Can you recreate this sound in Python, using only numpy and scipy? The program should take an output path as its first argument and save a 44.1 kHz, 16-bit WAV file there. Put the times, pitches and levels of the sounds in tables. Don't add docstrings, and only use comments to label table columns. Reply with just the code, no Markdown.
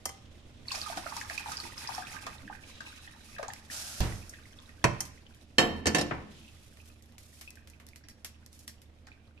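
import sys
import numpy as np
from scipy import signal
from scipy.fft import rfft, irfft, next_fast_len
from scipy.io import wavfile

SR = 44100
rng = np.random.default_rng(int(sys.argv[2]) if len(sys.argv) > 2 else 0)


def to_wav(s):
    ch = np.atleast_2d(s).T
    pcm = np.round(np.clip(ch, -1, 1) * 32767)
    wavfile.write(sys.argv[1], SR, pcm.astype(np.int16))


N = 414540
TIME = np.arange(N) / SR
BAND_HZ = 25 * 2 ** np.arange(0, 9.4, .4)
BANDS = [signal.butter(2, [hz / 2 ** .2, hz * 2 ** .2], "band", fs=SR, output="sos") for hz in BAND_HZ]

# time_s, flow_db (0 is the full stream)
POUR = [(.62, -26), (.71, 3), (.84, -2), (.92, 1), (1.02, -3.5), (1.17, 1), (1.25, -3), (1.37, 0),
        (1.42, -3), (1.52, 2), (1.72, -5), (1.9, 2), (2.1, -3), (2.3, -5.5), (2.5, -17), (2.76, -9.5),
        (3.6, -13)]
POURING = TIME > POUR[0][0]
# freq_hz, density_db
MESH_COLOUR = [(200, -20), (700, -6.5), (1400, -1.5), (2000, 2), (2800, 2.5), (5500, 6.5), (8000, 4.5),
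               (11500, 4.5), (14500, -8)]
# freq_hz, correlation
LIKENESS = [(60, 0.91), (130, 0.98), (290, 0.75), (630, 0.45), (1380, 0.058), (3000, 0.084), (14000, 0.019)]


def from_db(db):
    return np.exp(np.asarray(db) * (np.log(10) / 20))


def placed(balance_db):
    return from_db([[balance_db / 2], [-balance_db / 2]])


def rms_one(x):
    return x / np.sqrt(np.mean(x ** 2) + 1e-20)


def in_time(rows):
    return np.interp(TIME, *np.transpose(rows))


def at_hz(rows, hz, column=1):
    rows = np.array(rows)
    return np.interp(np.log(np.maximum(hz, 1)), np.log(rows[:, 0]), rows[:, column])


def add(out, start_s, sound):
    at = int(np.clip(round(start_s * SR), 0, N - 1))
    out[..., at:at + sound.shape[-1]] += sound[..., :N - at]


def coloured(x, spectrum):
    size = next_fast_len(x.shape[-1] + 4096)
    gain = from_db(at_hz(spectrum, np.fft.rfftfreq(size, 1 / SR)))
    return irfft(rfft(x, size) * gain, size)[..., :x.shape[-1]]


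def stereo_noise(size):
    padded = next_fast_len(size)
    mid, side = rfft(rng.standard_normal((2, padded)))
    alike = np.clip(at_hz(LIKENESS, np.fft.rfftfreq(padded, 1 / SR)), -1, 1)
    spectrum = np.sqrt(1 + alike) * mid + np.sqrt(1 - alike) * side * [[1], [-1]]
    return irfft(spectrum, padded)[:, :size] / np.sqrt(2)


def drift(turns_per_s):
    knots = rng.standard_normal(4000)
    return rms_one(np.interp(TIME * turns_per_s, np.arange(len(knots)), knots))


def swell(start_s, attack_s, hold_s, sag_db_per_s, release_db_per_s):
    age = np.maximum(TIME - start_s, 0)
    fall_db = sag_db_per_s * np.minimum(age, hold_s) + release_db_per_s * np.maximum(age - hold_s, 0)
    return np.minimum(age / attack_s, 1) * from_db(-fall_db)


def uneven_times(per_s):
    turns = np.cumsum(per_s) / SR
    due = np.arange(400) + rng.random(400)
    return np.searchsorted(turns, due[due < turns[-1]])


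def hiss(gain, spectrum, flicker_db):
    return rms_one(coloured(stereo_noise(N), spectrum)) * gain * from_db(flicker_db * drift(120))


def unit_bands(spectrum):
    db = at_hz(spectrum, BAND_HZ)
    widths_hz = BAND_HZ * (2 ** .2 - 2 ** -.2)
    return db - 10 * np.log10(np.sum(from_db(db) ** 2 * widths_hz) / (SR / 2))


def burst(band_db, tail_t60, crack_t60, tail_db, size):
    t, out = np.arange(size) / SR, 0
    white = [stereo_noise(size), stereo_noise(size)]
    crack = np.exp(-np.log(1000) * t / crack_t60)
    for k, t60 in enumerate(np.broadcast_to(tail_t60, len(BANDS))):
        fall = crack + from_db(tail_db) * np.exp(-np.log(1000) * t / t60)
        out = out + from_db(band_db[k]) * signal.sosfilt(BANDS[k], white[k % 2] * fall)
    return out * (1 - np.exp(-t / 0.00054))


def ring(modes, split, size):
    t, out = (np.arange(size) / SR).astype(np.float32), np.zeros((2, size))
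    for hz, db, t60 in modes:
        partials = (hz * (1 + split * rng.standard_normal((3, 1)) * [[0.25], [1], [1]])).astype(np.float32)
        apart = np.arccos(np.clip(at_hz(LIKENESS, hz), 0, 1)) * rng.choice([-1, 1])
        phases = (2 * np.pi * rng.random((3, 1)) + apart * np.array([[[0]], [[1]]])).astype(np.float32)
        fall = np.exp(-t * np.float32(np.log(1000) / t60))
        tone = np.float32([1, 0.45, 0.45]) @ np.sin(2 * np.pi * partials * t + phases) * fall
        out += from_db(db) * tone * np.sqrt(np.sum(fall ** 2) / np.sum(tone ** 2))
    return out * (1 - np.exp(-t / 0.00033))


def bubble(hz, cycles, glide, wobble=0):
    swell_s = cycles / hz
    t = np.arange(int(8 * swell_s * SR) + 2) / SR
    lag_s, side_db = rng.normal(0, .00022), rng.normal(0, 3.43)
    sink = glide * rng.uniform(0.063, 1.33)
    age = np.maximum(t - np.array([[lag_s], [-lag_s]]), 0) / swell_s
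    churn = wobble * np.interp(2 * age, np.arange(18), rng.standard_normal(18))
    pitch_hz = hz * ((1 + age) / 2) ** -sink * np.exp(churn)
    phase = 2 * np.pi * np.cumsum(pitch_hz * (age > 0), axis=1) / SR
    envelope = age * np.exp(1 - age + 2 * churn)
    return envelope * np.sin(phase) * placed(2 * side_db)


def room_tone():
    hum_tones = [(76.5, -60), (188.4, -84), (226.1, -71.5), (303, -77)]
    air_colour = [(20, -4), (35, -8), (60, -9.5), (80, -5), (110, -3.5), (160, -14), (237, -9), (394, -19),
                  (604, -19), (903, -26.5), (2430, -30.5), (6000, -43), (10900, -49), (14000, -53.5)]
    air_level = [(0, -55), (2.3, -54), (3.2, -58), (4.6, -56.5), (6.6, -59.5), (9.4, -59.5)]
    hum = 0
    for hz, db in hum_tones:
        gain = from_db(db + 1.1 * drift(18.0)) * np.sqrt(2)
        hum = hum + gain * np.sin(2 * np.pi * hz * TIME + 0.23 * drift(7.6))
    return hum + hiss(from_db(in_time(air_level)), air_colour, flicker_db=1.5)


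def kitchen(x, wet_db):
    walls = [(101.2, 1, 0.52), (502.5, 1.5, 0.32), (1985, -4, 0.7), (5870, -2, 0.44), (13900, -6.5, 0.17)]
    band_t60 = at_hz(walls, BAND_HZ, column=2)
    echo = burst(unit_bands(walls), band_t60, crack_t60=0.057, tail_db=-0.5, size=18000)
    echo = np.pad(echo / np.sqrt(np.sum(echo ** 2) / 2), ((0, 0), (130, 0)))
    return x + from_db(wet_db) * signal.fftconvolve(x, echo, axes=1)[:, :N]


def sizzle(start_s, level_db):
    boil_colour = [(300, -33), (650, -1), (1100, -10), (1400, 1), (2000, -8.5), (2600, -3.5), (3600, -4),
                   (5400, 1.5), (8000, -3), (11500, -4.5), (14000, -16.5)]
    flare = swell(start_s, attack_s=0.031, hold_s=0.34, sag_db_per_s=18.5, release_db_per_s=63)
    return hiss(flare * from_db(level_db), boil_colour, flicker_db=1.0)


def bump(start_s):
    thud_colour = [(24.45, -1.5, 0.29), (65.4, -3, 0.37), (113, -5, 0.43), (229, -12.5, 0.56),
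                   (384, -21, 0.71), (980, -20, 0.45), (2480, -26.5, 0.47), (8160, -24.5, 0.014)]
    deep_modes = [(29.5, -14, 0.42), (57.0, 2.0, 0.19), (113, -5.5, 0.3)]  # pitch_hz, level_db, t60_s
    out = np.zeros((2, N))
    band_db, band_t60 = unit_bands(thud_colour) - 31.5, at_hz(thud_colour, BAND_HZ, column=2)
    add(out, start_s, burst(band_db, band_t60, crack_t60=0.0082, tail_db=5.5, size=26000))
    add(out, start_s, from_db(-21.0) * ring(deep_modes, split=0.076, size=20000))
    return out * placed(-1.5)


def mesh_rubs():
    slides = [(6.291, 0.61, -68.5), (7.183, 0.26, -61), (8.512, 0.13, -65)]
    gain = sum(from_db(db) * swell(s, 0.027, hold_s, sag_db_per_s=-1.5, release_db_per_s=115)
               for s, hold_s, db in slides)
    return hiss(gain, MESH_COLOUR, flicker_db=3.0)


def strainer_clinks(ring_db):
    touches = [(0.0547, -26.5, 6.5), (.0915, -40, 11.5), (4.294, -40.5, -29), (5.005, -26, 1.5)]
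    rim_modes = [(779, -20.5, .3), (1220, -19.5, .22), (2050, -23, .28), (3150, -16.5, 0.12),
                 (4226, -20, 0.18), (4860, -7, 0.064), (5530, 2.5, 0.044), (6360, -5, .06), (7230, -30, .1),
                 (9100, 0.5, 0.054)]
    crack_colour = [(250, -9.5), (600, 5), (1000, 0.5), (1500, 1), (2600, -4), (3900, -14), (5800, 17.5),
                    (7800, 0), (9500, 9), (11300, 3.5), (12500, -18), (14000, -45)]
    out = np.zeros((2, N))
    for s, db, low_db in touches:
        tilt = [(3200, low_db), (4500, 0.02)]
        modes = [(hz, level + at_hz(tilt, hz), t60) for hz, level, t60 in rim_modes]
        band_db = unit_bands(crack_colour) + db + at_hz(tilt, BAND_HZ)
        add(out, s, burst(band_db, tail_t60=0.17, crack_t60=0.025, tail_db=-15.5, size=12000))
        add(out, s, from_db(db + ring_db) * ring(modes, split=0.0078, size=16000))
    return out


def strainer_ticks(tick_db, wire_db):
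    catches = [(3.535, -33, 6, -27), (5.052, -43, 1, -7.5), (5.346, -54, -16, -10),
               (6.771, -54.5, 15.5, -12.5), (6.857, -55, 6, -8), (6.876, -53, 6, -13),
               (7.023, -53, -9, -10), (7.058, -56, -4, -15), (7.122, -56, 10, -16), (7.181, -45, 2, -10),
               (7.411, -42, 8, -7.5), (7.505, -35.5, -6.5, -37), (7.555, -47.5, 0, -17),
               (7.673, -49, 8, -11), (7.699, -44.5, -1, -20), (7.799, -56.5, 18.5, -6.5),
               (7.866, -40.5, -7, -24), (7.887, -41.5, -5, -23), (7.959, -43, 4, -14.5),
               (8.0853, -39.5, 3, -18), (8.096, -50, -5, -12), (8.2463, -30.5, 5, -13),
               (8.462, -41, -6, -25), (8.529, -46, -14, -16), (8.591, -47.5, -14, -9.5),
               (8.678, -32, 1, -15.5), (8.817, -51, 5, -11.5)]
    twangs = [(8.038, -60), (8.098, -56)]
    wire_modes = [(1646, -7, 0.11), (1850, -5, 0.093), (2016, 0.5, 0.068), (4130, -10.5, .18),
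                  (4700, -4, 0.14), (5400, -1, .1), (5630, -0.5, .12), (6700, -7, 0.091)]
    out = np.zeros((2, N))
    for s, db, body_db, tail_db in catches:
        tilt_db = at_hz([(2000, body_db), (5000, 0)], BAND_HZ)
        band_db = unit_bands(MESH_COLOUR) + db + tilt_db + tick_db
        add(out, s, burst(band_db, tail_t60=0.15, crack_t60=0.0071, tail_db=tail_db, size=4000))
        add(out, s, from_db(db + wire_db + min(body_db, 0)) * ring(wire_modes, split=0.015, size=5000))
    for s, db in twangs:
        add(out, s, from_db(db) * ring(wire_modes, split=0.0136, size=8000))
    return out


def pan_grind(grit_db, grits_per_s):
    drag = [(5.86, -55), (5.878, -37.5), (5.91, -61), (5.945, -59), (5.962, -33), (6.02, -38), (6.06, -67),
            (6.11, -73)]
    steel_colour = [(150, -2.5), (480, 12.5), (720, 7), (950, -9), (1500, -5), (2300, -3), (3500, -5),
                    (4400, 1), (6000, -7), (9000, -18.5), (14000, -23)]
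    start_s, end_s = drag[0][0], drag[-1][0]
    gain = from_db(in_time(drag)) * (TIME > start_s) * (TIME < end_s)
    roughness = np.minimum(rng.standard_normal(600), 1.8)
    grit = from_db(grit_db * np.interp((TIME - start_s) * grits_per_s, np.arange(600), roughness, 0, 0))
    return rms_one(coloured(stereo_noise(N), steel_colour)) * gain * grit


def at_contact(modes, ring_share, detune=.004, spread_db=2):
    chance = rng.standard_normal((len(modes), 2))
    return [(hz * (1 + detune * shift), db + spread_db * favour, t60 * ring_share)
            for (hz, db, t60), (shift, favour) in zip(modes, chance)]


def pan_knocks(clatter_db, clatter_t60):
    # start_s, level_db, bass_db, treble_db, tail_db,
    # hob_db, base_db, wall_db, rim_db, ring_share, balance_db
    landings = [(4.841, -14, -1.5, -8, -23, -21.5, -49, -40, -36, .9, -2.5),
                (5.583, -23.5, -4, 0.5, -0.5, -42, -26, -17.5, -16.5, 0.95, -1.5),
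                (5.857, -31, -3.5, 1, -33, -45.5, -33, -24, -36, 0.66, 0),
                (5.868, -23.5, -2.5, 3, -13, -45, -30, -39.5, -30, 0.92, -1),
                (5.947, -26, -3.5, 2.5, -7, -47, -31, -22.5, -29, 0.76, -2),
                (5.984, -29, -7, 3, -29, -44.5, -35, -30, -32, 0.88, 1),
                (6.011, -29.5, 8, 2, -32, -48, -34, -45, -42, 0.57, 1),
                (6.109, -27.5, 0.5, -39, -8.5, -47, -53, -53, -59, 0.45, 1)]
    shudder = [(34.63, -1.5, .5), (75.5, -0.5, 0.37), (121, -0.5, 1), (205, 4.5, 1), (314, 0.5, 0.82),
               (650, 1.5, 0.47), (1080, -2, 0.61), (1420, -1, 0.21), (2050, -1, 0.35), (3660, -17.5, 0.31),
               (5400, -11, 0.12), (9000, -17, 0.24), (14400, -32.5, 0.43)]
    hob_modes = [(81.4, -6.5, .3), (120.4, 2, 0.18), (143.5, -0.5, 0.16), (161.6, -5.5, .18),
                 (345, -18, 0.3), (590, -9.5, 0.3), (687, -13, .18), (947, -10.5, 0.2), (1043, -7, 0.25),
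                 (1570, -15, 0.14), (1830, -10.5, .11), (2180, -16.5, .2), (2605, -10, 0.25),
                 (4150, -27, .14), (5500, -27.5, .2)]
    base_modes = [(80.5, -6.5, 0.82), (134, -13.5, 0.51), (167, -10, 0.46), (217, -7.5, 0.91),
                  (256, -7.5, 0.45), (293, -.5, .45), (322, -5, 0.47), (347, -4, 0.32)]
    wall_modes = [(410, -11, 0.42), (462, -9.5, 0.36), (509, -11, 0.39), (696, -14.5, 0.44),
                  (740, -13.5, .35), (832, -18, .38), (1080, -13.5, 0.16), (1768, -2.5, 0.26),
                  (1850, -7, 0.21), (1950, -18.5, .25), (2150, -22, 0.18), (2640, -5, 0.13),
                  (2760, -7, 0.2), (2850, -19.5, .25), (3340, -17, 0.22), (3820, -12.5, 0.22),
                  (4410, -16.5, .16), (4750, -19.5, 0.2), (6175, -28.5, .2), (6500, -18.5, 0.1),
                  (7330, -10, .14), (7700, -21.5, .12)]
    rim_modes = [(3090, -1.5, .19), (4350, -5.5, 0.1), (5506, -3.5, 0.16)]
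    out, band_t60 = np.zeros((2, N)), at_hz(shudder, BAND_HZ, column=2)
    for (s, db, bass_db, treble_db, tail_db,
         hob_db, base_db, wall_db, rim_db, ring_share, balance_db) in landings:
        grate_hz = np.geomspace(3600, 12000, num=18) * np.exp(0.031 * rng.standard_normal(18))
        grate = [(hz, at_hz(shudder, hz) + 3 * rng.standard_normal(), clatter_t60) for hz in grate_hz]
        tilt_db = at_hz([(130, bass_db), (300, 0), (2300, 0), (5000, treble_db)], BAND_HZ)
        band_db = unit_bands(shudder) + db + tilt_db
        layers = [burst(band_db, band_t60, crack_t60=0.073, tail_db=tail_db, size=26000),
                  from_db(hob_db) * ring(hob_modes, split=0.011, size=14000),
                  from_db(base_db) * ring(at_contact(base_modes, ring_share), split=0.025, size=28000),
                  from_db(wall_db) * ring(at_contact(wall_modes, ring_share), split=0.009, size=16000),
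                  from_db(rim_db) * ring(at_contact(rim_modes, ring_share), split=0.0096, size=12000),
                  from_db(db + treble_db + clatter_db) * ring(grate, split=0.0055, size=6000)]
        for layer in layers:
            add(out, s, placed(balance_db) * layer)
    return out


def flow(drain_db_per_s=3.5):
    return in_time(POUR) - drain_db_per_s * np.maximum(TIME - POUR[-1][0], 0)


def pot(x, ring_db):
    pot_modes = [(1004, -7, 0.05), (1265, -2, 0.06), (1646, -4.5, 0.059), (1846, -3, 0.03),
                 (2566, 5, 0.032), (3740, -0.5, 0.027), (5290, 0, .04)]
    answer = ring(pot_modes, split=0.029, size=6000)
    answer /= np.sqrt(np.sum(answer ** 2) / 2)
    return x + from_db(ring_db) * signal.fftconvolve(x, answer, axes=1)[:, :N]


def trickle():
    runs = [(0, 0.0047, -65.5, 1.5), (2.58, 0.12, -57.5, 20.5), (6.05, 0.33, -60, 34)]
    run_colour = [(800, -12.5), (2000, -5.5), (2900, 0.5), (3400, 1), (3820, -1), (4250, -5), (6500, -9),
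                  (9000, -15), (14000, -33)]
    sing_colour = [(3000, -42), (3700, -10.5), (3900, 4), (4080, -10), (5000, -40)]
    power = sum((from_db(db) * swell(s, rise_s, rise_s, 0, fade)) ** 2 for s, rise_s, db, fade in runs)
    singing = swell(start_s=2.6, attack_s=0.19, hold_s=0.41, sag_db_per_s=0, release_db_per_s=38.5)
    fizz = hiss(np.sqrt(power), run_colour, flicker_db=2.0)
    return fizz + hiss(from_db(-62) * singing, sing_colour, flicker_db=4.5)


def slops():
    surges = [(.964, -44), (1.63, -45), (2.281, -56), (2.431, -45.5), (3.811, -55)]
    hollow_colour = [(60, -2), (140, -12), (260, 8.5), (400, -14.5), (800, -39), (3000, -50)]
    out = np.zeros((2, N))
    for s, db in surges:
        band_db = unit_bands(hollow_colour) + db
        add(out, s, burst(band_db, tail_t60=0.69, crack_t60=0.051, tail_db=-11.0, size=10000))
    return out


def splats():
    lumps = [(0.7165, -27, -11, 0.0022), (0.748, -39, 2, .06), (0.972, -38, 10.5, 0.027),
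             (1.166, -34.5, -24, 0.021), (1.297, -41, 2, .02), (1.377, -37, -9, .015),
             (1.518, -35.5, -19, 0.023), (1.978, -46.5, 11, 0.024), (2.265, -40, 11.5, 0.037),
             (2.805, -46.5, 5.5, 0.017), (3.385, -49, 17, 0.016), (3.428, -44.5, 19, 0.035),
             (3.481, -42.5, -4, 0.01), (9.068, -57.5, 9, 0.071)]
    slap_colour = [(120, -10), (250, -30), (420, -6.5), (700, 1.5), (1600, 0.5), (2600, -4), (5000, 6),
                   (8000, -2.5), (14000, -15.5)]
    out = np.zeros((2, N))
    for s, db, body_db, crack_t60 in lumps:
        band_db = unit_bands(slap_colour) + db + at_hz([(1300, body_db), (4500, 0)], BAND_HZ)
        add(out, s, burst(band_db, tail_t60=0.13, crack_t60=crack_t60, tail_db=-8.5, size=4000))
    return out


def patter(per_s, pitch_hz, spread_octaves, spread_db):
    pop_level = [(.68, -57), (1.6, -56), (1.9, -49), (2.2, -52), (2.4, -60), (2.6, -75), (2.8, -57),
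                 (3.1, -59), (3.3, -70), (3.5, -63), (3.7, -71), (4.3, -61), (4.8, -69), (5.1, -74)]
    out, level_db = np.zeros((2, N)), in_time(pop_level)
    falling = (TIME > pop_level[0][0]) & (TIME < pop_level[-1][0])
    for at in np.flatnonzero((rng.random(N) < per_s / SR) & falling):
        pitch, size = np.clip(rng.standard_normal(2), -1.8, 1.5)
        pop = bubble(pitch_hz * 2 ** (spread_octaves * pitch), cycles=1.54, glide=0.1)
        add(out, at / SR, from_db(level_db[at] + spread_db * size) * pop)
    return out


def droplets(full_flow_per_s, pitch_hz, level_db, spread_db):
    out, flow_db = np.zeros((2, N)), flow()
    times = uneven_times(full_flow_per_s * np.minimum(from_db(flow_db), 1) * POURING)
    for at, (pitch, size) in zip(times, rng.standard_normal((400, 2))):
        hz = np.clip(pitch_hz * 2 ** (0.6 * pitch), 1500, 11000)
        db = level_db + 0.64 * flow_db[at] + spread_db * np.clip(size, -2, 1.3)
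        add(out, at / SR, from_db(db) * bubble(hz, cycles=2.0, glide=0.05))
    return out


def lesser_plops(drips_per_s=3.6, gulps_per_s=6.6, drip_hz=1750, rise_octaves_per_s=0.079):
    flow_db = flow()
    force = np.minimum(from_db(flow_db), 1)
    at = uneven_times((drips_per_s + gulps_per_s * force) * POURING)
    pitch, size = rng.standard_normal((400, 2))[:len(at)].T
    octaves = (.38 + .2 * force[at]) * pitch + rise_octaves_per_s * at / SR
    hz = np.clip(drip_hz * 2 ** octaves, 900, 6000)
    db = -44 + 0.64 * flow_db[at] + 3.2 * np.clip(size, -2, 1)
    return list(zip(at / SR, hz, db))


def plops(gain_db, satellite_db, drip_length_share):
    accents = [(0.683, 4350, -29), (0.706, 2800, -36.5), (0.719, 4720, -28), (0.742, 830, -39),
               (0.758, 5440, -32), (0.775, 723, -41.5), (0.815, 4590, -28), (0.877, 950, -40),
               (0.899, 734, -36.5), (0.924, 880, -42), (0.974, 1536, -35), (0.975, 730, -37),
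               (1.06, 666, -38.5), (1.065, 1420, -35), (1.122, 1003, -36.5), (1.165, 1000, -36.5),
               (1.213, 1870, -35), (1.298, 1860, -32.5), (1.304, 694, -43), (1.378, 2610, -29.5),
               (1.459, 950, -34), (1.485, 910, -35), (1.518, 1410, -35.5), (1.57, 4960, -28.5),
               (1.586, 4500, -44), (1.601, 4660, -30), (1.774, 3200, -56), (1.779, 5400, -31.5),
               (1.794, 3630, -51), (1.85, 2080, -43), (1.874, 4900, -30.5), (1.89, 960, -32.5),
               (1.949, 5460, -38), (1.978, 1830, -41), (1.981, 783, -31.5), (2.069, 2670, -41.5),
               (2.166, 1770, -39.5), (2.267, 1090, -35.5), (2.478, 1770, -40.5), (2.499, 832, -37),
               (2.527, 1640, -41.5), (2.55, 1720, -46), (2.636, 2430, -45.5), (2.806, 1610, -39),
               (2.864, 2760, -41), (3.075, 1850, -46), (3.364, 1830, -44), (3.382, 1670, -38),
               (3.394, 624, -35.5), (3.429, 810, -48), (3.482, 7000, -36.5), (3.485, 860, -37),
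               (3.502, 1830, -39), (3.7, 1860, -38.5), (4.123, 2020, -39.5), (4.337, 1870, -41),
               (4.455, 2080, -50.5), (4.588, 3660, -44), (4.692, 1990, -47), (5.266, 3040, -49),
               (6.446, 2800, -53), (6.48, 2820, -50), (6.801, 2740, -53), (6.898, 2650, -59),
               (7.476, 2600, -42), (7.572, 1730, -51), (8.038, 1870, -55), (9.072, 2000, -54),
               (9.085, 1600, -52.5), (9.117, 2400, -48), (9.377, 2660, -55)]
    out, force = np.zeros((2, N)), np.minimum(from_db(flow()), 1)
    for s, hz, db in accents + lesser_plops():
        churn = np.sqrt(force[int(s * SR)])
        length = drip_length_share + (1 - drip_length_share) * churn
        cycles = length * 2.17 * (hz / 1000) ** 0.33
        plop = bubble(hz, cycles, glide=0.23 * (700 / hz) ** 0.36, wobble=0.069 * churn)
        add(out, s, from_db(db + gain_db) * plop)
        for delay_s, ratio in zip(rng.uniform(0, 0.014, size=4), rng.uniform(0.9, 2.0, size=4)):
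            satellite = bubble(min(hz * ratio, 9000), cycles=1.0, glide=0.18)
            add(out, s + delay_s, from_db(db + satellite_db) * satellite)
    return out


def stream(bubbles_db, spray_db, spread_db, flicker_db, grain_db, spurt_db):
    spray_colour = [(300, -6), (700, -12), (1500, -17), (2400, -2.5), (3600, -2), (5200, 1.5), (7500, -4),
                    (10500, -3), (14000, -14)]
    dripping_per_s, gushing_per_s = 32, 1200
    flow_db = flow()
    per_s = (dripping_per_s + gushing_per_s * from_db(np.minimum(flow_db, 0)) ** 1.5) * POURING
    gurgle, spurts = np.zeros((2, N)), drift(40)
    grains = from_db(grain_db * np.repeat(rng.standard_normal(N // 40 + 1), 40)[:N])
    spray = rms_one(coloured(stereo_noise(N) * grains, spray_colour))
    spray *= from_db(flow_db + spray_db + flicker_db * np.minimum(spurts, 1))
    for at in np.flatnonzero(rng.random(N) < per_s * from_db(spurt_db * spurts) / SR):
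        force = np.clip(per_s[at] / 900, 0, 1)
        hz = np.clip(2150 * 2 ** ((0.544 + 0.347 * force) * rng.standard_normal()), 850, 7000)
        db = bubbles_db + 0.24 * flow_db[at] + spread_db * np.clip(rng.standard_normal(), -1, 1.1 + force)
        add(gurgle, at / SR, from_db(db) * bubble(hz, cycles=1.5 + 0.74 * force, glide=0.05))
    return gurgle + spray


def scene():
    metal = pan_knocks(clatter_db=4.0, clatter_t60=0.051)
    metal += pan_grind(grit_db=4.0, grits_per_s=1300)
    metal += bump(start_s=4.004)
    metal += strainer_clinks(ring_db=-5.5) + strainer_ticks(tick_db=1.5, wire_db=-18.0)
    metal *= placed(1.0)
    bed = room_tone() + sizzle(start_s=3.695, level_db=-39) + trickle() + mesh_rubs()
    liquid = plops(gain_db=2.5, satellite_db=-9.0, drip_length_share=0.79) + splats() + slops()
    liquid += patter(per_s=190, pitch_hz=1758, spread_octaves=0.53, spread_db=4.0)
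    liquid += droplets(full_flow_per_s=45, pitch_hz=4520, level_db=-41.5, spread_db=2.5)
    liquid += stream(bubbles_db=-60, spray_db=-51, spread_db=7, flicker_db=5.5, grain_db=2, spurt_db=4)
    liquid = pot(liquid, ring_db=-13.5) * placed(-1.4)
    return kitchen(liquid, wet_db=-9.0) + kitchen(metal, wet_db=-13.5) + bed


def record(dry):
    balance = [(60, -4.5), (200, -2.5), (400, -2), (1300, -0.5), (2300, -3), (4300, -1.5), (8000, -5.5),
               (13500, 6.5)]
    left = coloured(dry[0], [(hz, db / 2) for hz, db in balance])
    right = coloured(dry[1], [(hz, -db / 2) for hz, db in balance])
    top_cut = signal.ellip(10, .2, 80, 14300, fs=SR, output="sos")
    return signal.sosfilt(top_cut, [left, right])


dry = scene()
out = record(dry)
to_wav(out)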